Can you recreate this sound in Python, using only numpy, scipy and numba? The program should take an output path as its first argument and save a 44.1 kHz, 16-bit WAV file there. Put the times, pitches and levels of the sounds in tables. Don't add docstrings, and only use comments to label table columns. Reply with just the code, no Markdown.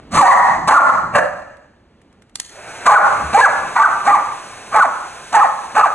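import sys
import numpy as np
from scipy import signal
from scipy.fft import rfft, irfft, next_fast_len
from scipy.io import wavfile
from scipy.ndimage import uniform_filter1d, minimum_filter1d
from numba import njit

SR = 44100
rng = np.random.default_rng(int(sys.argv[2]) if len(sys.argv) > 2 else 0)


def waveform_to_disk(signal):
    frames = np.transpose(np.atleast_2d(signal))
    scaled = np.clip(frames, -1, 1) * 32767
    samples = np.round(scaled).astype(np.int16)
    wavfile.write(sys.argv[1], SR, samples)


N = 261954
T = np.arange(N) / SR


def undb(db):
    return 10 ** (np.asarray(db) / 20)


def unit(x):
    return x / np.sqrt(np.mean(x ** 2) + 1e-20)


def steady(x):
    return x / np.sqrt(uniform_filter1d(x ** 2, size=500) + 1e-12)


def blend(a, b, share):
    return a + (b - a) * share


def curves(rows, t):
    s, *columns = np.transpose(rows)
    return [np.interp(t, s, c) for c in columns]


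def at_hz(points, hz):
    f, value = np.transpose(points)
    return np.interp(np.log(hz + 1), np.log(f), value)


def bins(n):
    return np.arange(n // 2 + 1) * SR / n


def colour(x, points):
    n = x.shape[-1]
    return irfft(rfft(x) * undb(at_hz(points, bins(n))), n)


def walk(n, rate):
    knots = np.arange(n) * rate / SR
    return unit(np.interp(knots, np.arange(n), rng.standard_normal(n)))


def pair(n, bass_width=0.063, treble_width=0.22):
    mid, side = rng.standard_normal((2, n))
    width = at_hz([(110, bass_width / 4), (450, bass_width), (4000, treble_width)], bins(n))
    side = irfft(rfft(side) * width, n)
    return np.array([mid + side, mid - side])


# (f/Hz, width/Hz, level/dB)
ROOM_MODES = [(800, 56, 7), (1318, 360, 5.5)]
# (f/Hz, t/s)
ROOM_DECAY = [(150, 0.66), (600, 0.72), (1300, 0.76), (2500, 0.86), (6000, 0.98), (11000, 0.58)]


def room(x, rings, build_s=0.00063, gap_s=0.0029):
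    clump_db = 2.5
    t = T[:SR]
    hz = bins(SR)
    modes = 1 + sum((undb(db) - 1) / (1 + (2 * (hz - f) / w) ** 2) for f, w, db in rings)
    clumps = undb(clump_db * walk(SR, 220.93))
    echoes = rfft(pair(SR, bass_width=0.59, treble_width=0.22) * clumps) * modes
    centres = [f for f, _ in ROOM_DECAY]
    response = 0
    for share, (_, t60) in zip(np.eye(len(centres)), ROOM_DECAY):
        band = irfft(echoes * at_hz(list(zip(centres, share)), hz), SR)
        response = response + band * np.exp(-np.log(1000) * t / t60)
    response = response * (1 - np.exp(-np.maximum(t - gap_s, 0) / build_s))
    response = response / np.sqrt(np.sum(response ** 2) / 2)
    return signal.fftconvolve(x[None], response, axes=1)[:, :N]


# (f/Hz, level/dB)
MURMUR = [(18, -29), (30, -7.5), (77, -2.5), (98, -6), (149, -7.5), (206, -3.5), (3280, -30), (4630, -35),
          (9250, -45.5), (11000, -47), (14300, -86), (22000, -120)]
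MURMUR_DB = -51


def murmur(early_db=9):
    swell_db = np.interp(T, [.1, 1.6], [early_db, 0]) + walk(N, 5.1)
    return unit(colour(pair(N), MURMUR)) * undb(MURMUR_DB + swell_db)


def knocks(rows, body, rise_s, decay_s, width):
    shape = sum(undb(db) * np.exp(-np.maximum((s - T) / rise_s, (T - s) / decay_s)) for s, db in rows)
    return shape * unit(colour(pair(N, treble_width=width), body))


# (t/s, level/dB)
SWITCH = [(2.3565, -15.5), (2.4002, -11.5)]
# (f/Hz, level/dB)
SWITCH_BODY = [(200, -13.5), (900, -6), (1600, -5.5), (2400, -4.5), (3400, -1), (4800, -1), (7000, 0),
               (10000, -2.5), (12000, -6)]


def switch(slide_db=-24):
    snap = knocks(SWITCH, SWITCH_BODY, rise_s=0.00075, decay_s=0.0023, width=0.75)
    slide = knocks(SWITCH, SWITCH_BODY, rise_s=0.0033, decay_s=0.011, width=0.47)
    return snap + undb(slide_db) * slide


# (t/s, level/dB)
CLAWS = [(1.57, -49), (2.017, -51), (2.128, -53), (2.222, -44), (2.296, -51)]
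# (f/Hz, level/dB)
CLAW_BODY = [(300, -10), (1800, 4), (5000, -11), (8000, -6), (11000, -11.5)]


def claws():
    return knocks(CLAWS, CLAW_BODY, rise_s=0.0012, decay_s=0.0037, width=0.99)


# (t/s, level/dB)
BUMPS = [(.15, -23), (.22, -42), (.5, -41.5), (.59, -34.5), (.635, -46), (.95, -38.5), (1.05, -37.5),
         (3.17, -36.5), (3.24, -45), (3.285, -65), (3.63, -43)]
# (f/Hz, level/dB)
BUMP_BODY = [(30, -17), (70, -9), (130, -4.5), (280, -8), (500, -21), (2000, -59), (8000, -99)]


def bumps():
    return knocks(BUMPS, BUMP_BODY, rise_s=0.022, decay_s=0.15, width=0.24)


def small_sounds(click_room_db=-9, bump_room_db=-8):
    clicks = switch() + claws()
    thumps = bumps()
    sent = undb(click_room_db) * clicks + undb(bump_room_db) * thumps
    return clicks + thumps + room(sent.mean(axis=0), ROOM_MODES, build_s=0.0067)


LANDING_S, LANDING_HZ, LANDING_DB = 3.26, 71.5, -25


def landing(rise_s=0.023, decay_s=0.03):
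    age = T - LANDING_S
    envelope = np.exp(-np.maximum(-age / rise_s, age / decay_s))
    return undb(LANDING_DB) * np.sin(2 * np.pi * LANDING_HZ * age) * envelope


# (f/Hz, level/dB)
RUSH = [(50, 1.5), (120, 8), (250, 4), (380, 10), (480, 11), (700, 16), (1100, 6.5), (1550, 14), (1850, 6),
        (2600, 8), (3100, -13.5), (4500, -82), (7000, -70)]
# (f/Hz, level/dB)
HISS = [(1000, -41), (2800, 6.5), (4000, 7.5), (4900, 2), (6000, 8.5), (7300, 4.5), (9000, 3.5),
        (10300, 0.5), (12000, 3)]
RUSH_DB, HISS_DB = -32.5, -37.5
# (t/s, level/dB)
DRYER_AIM = [(3.15, 2), (3.7, 1), (4.4, -4.5), (5.2, -5.5)]
HISS_AIM_SHARE = 0.44
DRYER_ON_S, SPIN_UP_S, BLADE_HZ, SPEED_POWER = 2.46, .15, 1035, 1.68
WHINE_RATIO, WHINE_DB = 1.7, -8.5
BUFFET_DB = 3.5


def dryer():
    blade_db, flutter_db, waver = -10.5, .5, .002
    age = np.maximum(T - DRYER_ON_S, 0)
    speed = 1 - np.exp(-age / SPIN_UP_S)
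    blow = speed ** SPEED_POWER
    aim_db, = curves(DRYER_AIM, T)
    rush = unit(colour(pair(N, bass_width=0.038, treble_width=0.04), RUSH))
    hiss = unit(colour(pair(N, bass_width=.3, treble_width=0.15), HISS))
    turn = 2 * np.pi * np.cumsum(BLADE_HZ * speed * (1 + waver * walk(N, 3.0))) / SR
    buffet = undb(BUFFET_DB * walk(N, 60))
    blades = unit(buffet * (np.sin(turn) + undb(WHINE_DB) * np.sin(WHINE_RATIO * turn)))
    barrel = blow * undb(RUSH_DB + aim_db)
    flow = (rush + undb(blade_db) * blades) * barrel * undb(flutter_db * walk(N, 45))
    nozzle = blow * undb(HISS_DB + HISS_AIM_SHARE * aim_db)
    return flow + hiss * nozzle * undb(.5 * walk(N, 38))


OPEN_HZ, OPEN_ROUGH, ATTACK_DB = 238.2, 0.92, 26
SLIDE_S, FRAY, FRAY_S, SAG_DB, BREAK_S = .025, 0.39, 0.019, 4.5, .0039
SCOOP_SHARE, SCOOP_S = 0.065, 0.0057
YELP_ROUGH_SHARE, FALL_S, END_HZ, END_ROUGH = 0.12, .035, 265.5, 0.44
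SWELL_DB, SWELL_S, RELEASE_S, RELEASE_DB = 5, 0.022, 0.062, 28.5


def gesture(age, attack_s, settle_s, break_s, hold_s, held_hz, late_hz, yelp_hz, held_db, yelp_db, rough):
    fall_at = break_s + hold_s
    loudest = fall_at + SWELL_S
    settled = np.clip(age / settle_s, 0, 1) ** 2
    to_break = np.maximum(break_s - age, 0)
    fraying = np.exp(-to_break / FRAY_S)
    broken = np.clip((age - break_s) / BREAK_S + .5, 0, 1)
    fallen = 1 - np.exp(-(np.maximum(age - fall_at, 0) / FALL_S) ** 2)
    slid = 1 - np.exp(-(np.maximum(age - settle_s, 0) / SLIDE_S) ** 2)

    note_hz = blend(OPEN_HZ, blend(held_hz, late_hz, slid), settled)
    scoop = 1 - SCOOP_SHARE * np.exp(-np.maximum(age - break_s, 0) / SCOOP_S)
    cry_hz = blend(yelp_hz * scoop, END_HZ, fallen)

    note_rough = blend(OPEN_ROUGH, rough, settled) + FRAY * fraying
    cry_rough = blend(YELP_ROUGH_SHARE * rough, END_ROUGH, fallen ** 1.5)

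    quiet_start = np.clip(1 - age / attack_s, 0, 1) ** 1.07
    note_db = held_db - ATTACK_DB * quiet_start - SAG_DB * fraying
    cry_levels = [yelp_db - SWELL_DB, yelp_db, yelp_db - RELEASE_DB]
    cry_db = np.interp(age, [break_s, loudest, loudest + RELEASE_S], cry_levels)
    return (blend(note_hz, cry_hz, broken), blend(note_db, cry_db, broken),
            blend(note_rough, cry_rough, broken))


SECOND_LEAD_S, SECOND_WIDTH_S, SECOND_RISE_HZ_PER_S = .012, .016, 3500


def second_voice(t, peak_s, hz, db, waver=0.018):
    lead = peak_s - t
    rising_hz = hz - SECOND_RISE_HZ_PER_S * (lead + SECOND_LEAD_S)
    pitch = rising_hz * (1 + waver * walk(SR, 249)[:len(t)])
    tone = np.sqrt(2) * np.sin(2 * np.pi * np.cumsum(pitch) / SR)
    return undb(db) * tone * np.exp(-(lead / SECOND_WIDTH_S) ** 2)


GROWL_LOW_HZ, GROWL_TOP_HZ, GROWL_LEAD_S, GROWL_GLIDE_S = 105, 338, .012, .045


def growl(age, db, growl_s):
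    rise = np.maximum(age + GROWL_LEAD_S, 0) / growl_s
    hz = blend(GROWL_TOP_HZ, GROWL_LOW_HZ, np.exp(-rise * growl_s / GROWL_GLIDE_S))
    return undb(db) * np.cos(2 * np.pi * np.cumsum(hz) / SR) * (rise * np.exp(1 - rise)) ** 2


def vocal_folds(hz, rough, tilt_db):
    wobble, jitter, chaos, half_lines = .03, .045, 1.25, 1
    octave_db, odd_db = 12, -13
    n = len(hz)
    clear = (1 - rough) ** 1.5
    hz = hz * (1 + wobble * rough * walk(SR, 71.06)[:n])
    phase = 2 * np.pi * np.cumsum(hz * (1 + jitter * rough * walk(SR, 348.4)[:n])) / SR
    k = np.arange(1, 12, .5)[:, None]
    even = k % 2 == 0
    clear_db = clear * (octave_db * (k == 2) + odd_db * ~even * clear)
    strength = undb(tilt_db * np.log2(k) + clear_db)
    strength = strength * np.where(k % 1, half_lines * np.sqrt(rough), 1)
    chance = np.array([[walk(SR, 120)[:n] for _ in k] for _ in range(2)])
    shake, flicker = chance * chaos * np.where(even, .7 * rough, 1)
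    folds = np.sum(strength * (1 + flicker / 2) * np.cos(k * phase + k ** 2 + shake), axis=0)
    puffs = rng.standard_normal(SR)[:n] * (1 + .7 * np.cos(phase))
    return folds, puffs


# (f/Hz, level/dB)
THROAT = [(35, -24.5), (90, -3.5), (200, 2.5), (400, -24), (540, 2.5), (800, 4.5), (1150, 10.5),
          (1550, 0.5), (1900, -4), (2400, -8.5), (3100, -40), (4500, -47.5), (10000, -60.5)]
# (f/Hz, share of the bark's chest level 0-1)
CHEST = [(130, 0.8), (290, 0.3), (440, .95), (570, 1), (850, 0.09)]
MOUTH = [(.72, 0), (.85, .2), (1, 1), (1.1, .65), (1.25, -.1), (1.6, .3)]
# (f/Hz, level/dB)
TEETH = [(800, -16), (1800, 11.5), (2600, 9), (3200, 3.5), (4100, 8), (5000, 4), (6300, 6.5), (8200, 4.5),
         (10500, -1.5)]
# (f/Hz, share of the bark's bite level 0-1)
BITE = [(2000, 0), (2450, .8), (2750, 0.9), (3150, 0)]
AIR_LEFT_SHARE = 0.47


def bark(start, shape, chest_db, teeth_db, mouth_db, growl_db, mouth_hz, jaw_s, bite_db, air_s,
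         second_hz, second_db, tilt_db=-3, growl_s=0.046):
    rasp, shudder_db = .3, 3.5
    attack_s, _, break_s, hold_s, *_ = shape
    end = start + break_s + hold_s + SWELL_S + RELEASE_S
    span = np.flatnonzero((T > start - .02) & (T < end + .02))
    t, n = T[span], len(span)
    age = np.maximum(t - start, 0)
    hz, effort_db, rough = gesture(t - start, *shape)
    rough = np.clip(rough, .05, 1)
    folds, puffs = vocal_folds(hz, rough, tilt_db)

    chest = [(f, chest_db * share) for f, share in CHEST]
    mouth = [(mouth_hz * ratio, mouth_db * share) for ratio, share in MOUTH]
    bite = [(f, bite_db * share) for f, share in BITE]
    jaw = np.minimum(age / jaw_s, 1) ** 6
    shut = [colour(colour(x, THROAT), chest) for x in (folds, puffs)]
    tone, hoarse = [steady(blend(x, colour(x, mouth), jaw)) for x in shut]

    rushing = (0.33 + rough ** 2) * blend(AIR_LEFT_SHARE, 0.94, np.exp(-(age / air_s) ** 2))
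    gusts = undb(teeth_db + 2 * walk(SR, 99.5)[:n])
    air = colour(unit(colour(puffs, TEETH)), bite) * gusts * rushing

    voice = (steady(tone + rasp * rough * hoarse) + air) * undb(effort_db)
    voice = voice + second_voice(t, start + break_s - SECOND_LEAD_S, second_hz, second_db)
    voice = voice * undb(shudder_db * np.minimum(3 * rough, 1) * np.tanh(walk(SR, 220)[:n]))
    voice = voice * np.clip(np.minimum(3 * (t - start) / attack_s + .2, (end - t) / .006 + 1), 0, 1)
    out = np.zeros(N)
    out[span] = voice + growl(t - start, growl_db, growl_s)
    return out


# (start t/s, attack t/s, settling on a pitch t/s, start to break t/s, hold of the yelp t/s,
#  held note f/Hz, note it slides to f/Hz, yelp f/Hz, held level/dB, yelp level/dB, roughness 0-1,
#  sent to the walls level/dB, chest boom level/dB, air through the teeth level/dB,
#  upper mouth resonance level/dB, opening growl level/dB, upper mouth resonance f/Hz,
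#  jaw drop t/s, bite of the bared teeth level/dB, rush of air t/s,
#  second voice at the break f/Hz, second voice level/dB, room ring from where the dog stands f/Hz)
BARKS = [ (.114, 0.11, 0.079, .17, .012, 578.8, 377.5, 565.7, -4, 2.5, 0.17, 1.5, 3, -5.5, 18.5, -25, 1880, 0.16, 0, 0.11, 1000, 0, 1196),
         (.670, 0.023, 0.029, 0.077, .009, 451.8, 405.2, 726.4, -1, 2, 0.4, -2.5, 0.5, -12, 5, -23.5, 1650, .012, -0.5, 0.075, 1184, -7, 1081),
         (1.123, 0.034, 0.042, .072, 0.0009, 341.2, 290, 302, -11, -21.5, 0.76, -4, 12.5, -20, 17.5, -35, 1658, 0.026, 12, 0.05, 1133, -31.5, 727),
         (2.853, .02, 0.027, 0.099, 0.002016, 593.8, 410, 778.6, -1.5, -0.5, 0.3, -5.5, 2, -11, 4.5, -34, 1490, 0.0077, -3.5, 0.049, 1201, -14.5, 1130),
         (3.326, 0.033, .02, 0.084, 0.026, 388.9, 465.6, 847, -3.5, -2, 0.17, -9, 8.5, -10.5, 13, -34, 2040, 0.037, 5, 0.24, 1049, -6.5, 1148),
         (3.752, 0.013, .014, 0.079, .005, 488, 428.1, 800, -6.5, -6.5, 0.38, -6.5, -12, -18.5, 3, -40.5, 1970, 0.026, -2.5, 0.6, 1226, -5, 1190),
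         (4.041, 0.038, .04, .072, .017, 412.1, 395.3, 607, -9.5, -10.5, 0.24, -4.5, -5.5, -13, 11, -35, 2080, .04, 1, 0.063, 1193, -17, 1167),
         (4.714, 0.066, .044, 0.088, .004, 427.2, 414.2, 757.3, -3, -2.5, 0.32, -11, -4, -17.5, 2, -56, 1840, 0.054, -4, 0.34, 1185, -11, 1024),
         (5.32, 0.035, .028, 0.086, 0.004, 456.2, 400, 662, -6, -8.5, .21, -6.5, -3, -13.5, 7.5, -55, 1810, 0.015, 7.5, .12, 1159, -16, 1080),
         (5.742, 0.036, 0.03, 0.077, 0.0047, 442, 408.8, 671, -4.5, -8.5, .23, -10, 1.5, -15, 8, -49, 1590, 0.0083, 12.5, 0.17, 1229, -19.5, 1213),
         ]
RING_WIDTH_HZ, RING_DB = 120, 8
# (delay t/s, gain)
SLAPS = [(.0026, .4), (.0087, .3)]
# (f/Hz, level/dB)
SPILL = [(200, -2), (600, 0.5), (1200, -6), (1900, -0.5), (2700, -6), (8000, -3.5)]


def dog(loud_db=2):
    direct, echo = 0, 0
    for start, *row, ring_hz in BARKS:
        shape, (walls_db, *head) = row[:10], row[10:]
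        voice = undb(loud_db) * bark(start, shape, *head)
        direct = direct + voice
        rings = ROOM_MODES + [(ring_hz, RING_WIDTH_HZ, RING_DB)]
        echo = echo + room(undb(walls_db) * voice, rings)
    slaps = sum(gain * np.interp(T - delay, T, direct) for delay, gain in SLAPS)
    return direct + slaps + colour(echo, SPILL)


def scene():
    return murmur() + small_sounds() + landing() + dryer() + dog()


# (f/Hz, level/dB)
LEFT_SHADE = [(100, -0.5), (300, -1.7), (650, -2.5), (1100, -0.34), (3000, -0.18)]
# (f/Hz, phase/radians)
PORT_PHASE = [(0, 0), (700, .55), (1100, .3), (2800, .6), (3400, 1.9), (4300, 2), (5100, 3.1), (5700, 4.4),
              (6400, 5.7), (9500, 6.5), (10000, 7.2), (10400, 9), (11500, 9.5)]


def ports(x):
    size = next_fast_len(N + SR)
    shade = undb(at_hz(LEFT_SHADE, bins(size)))
    shift = np.exp(-1j * np.interp(bins(size), *np.transpose(PORT_PHASE)))
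    return irfft(rfft(x, size) * np.array([shade, shift]), size)[:, :N]


@njit
def hold_peaks(x, release):
    out, e = np.empty(len(x)), 0.
    for i in range(len(x)):
        e = max(x[i], e * release)
        out[i] = e
    return out


TOP_HZ = 11000


def record(dry, ceiling=0.99, release_s=0.073):
    x = ports(dry)
    peaks = hold_peaks(np.abs(x).max(axis=0), np.exp(-1 / (release_s * SR)))
    gain = np.minimum(1, ceiling / (peaks + 1e-9))
    x = x * uniform_filter1d(minimum_filter1d(gain, size=130), size=130)
    x = x / (1 + x ** 8) ** (1 / 8)
    return signal.sosfilt(signal.ellip(8, .2, 70, TOP_HZ, fs=SR, output="sos"), x)


dry = scene()
out = record(dry)
waveform_to_disk(out)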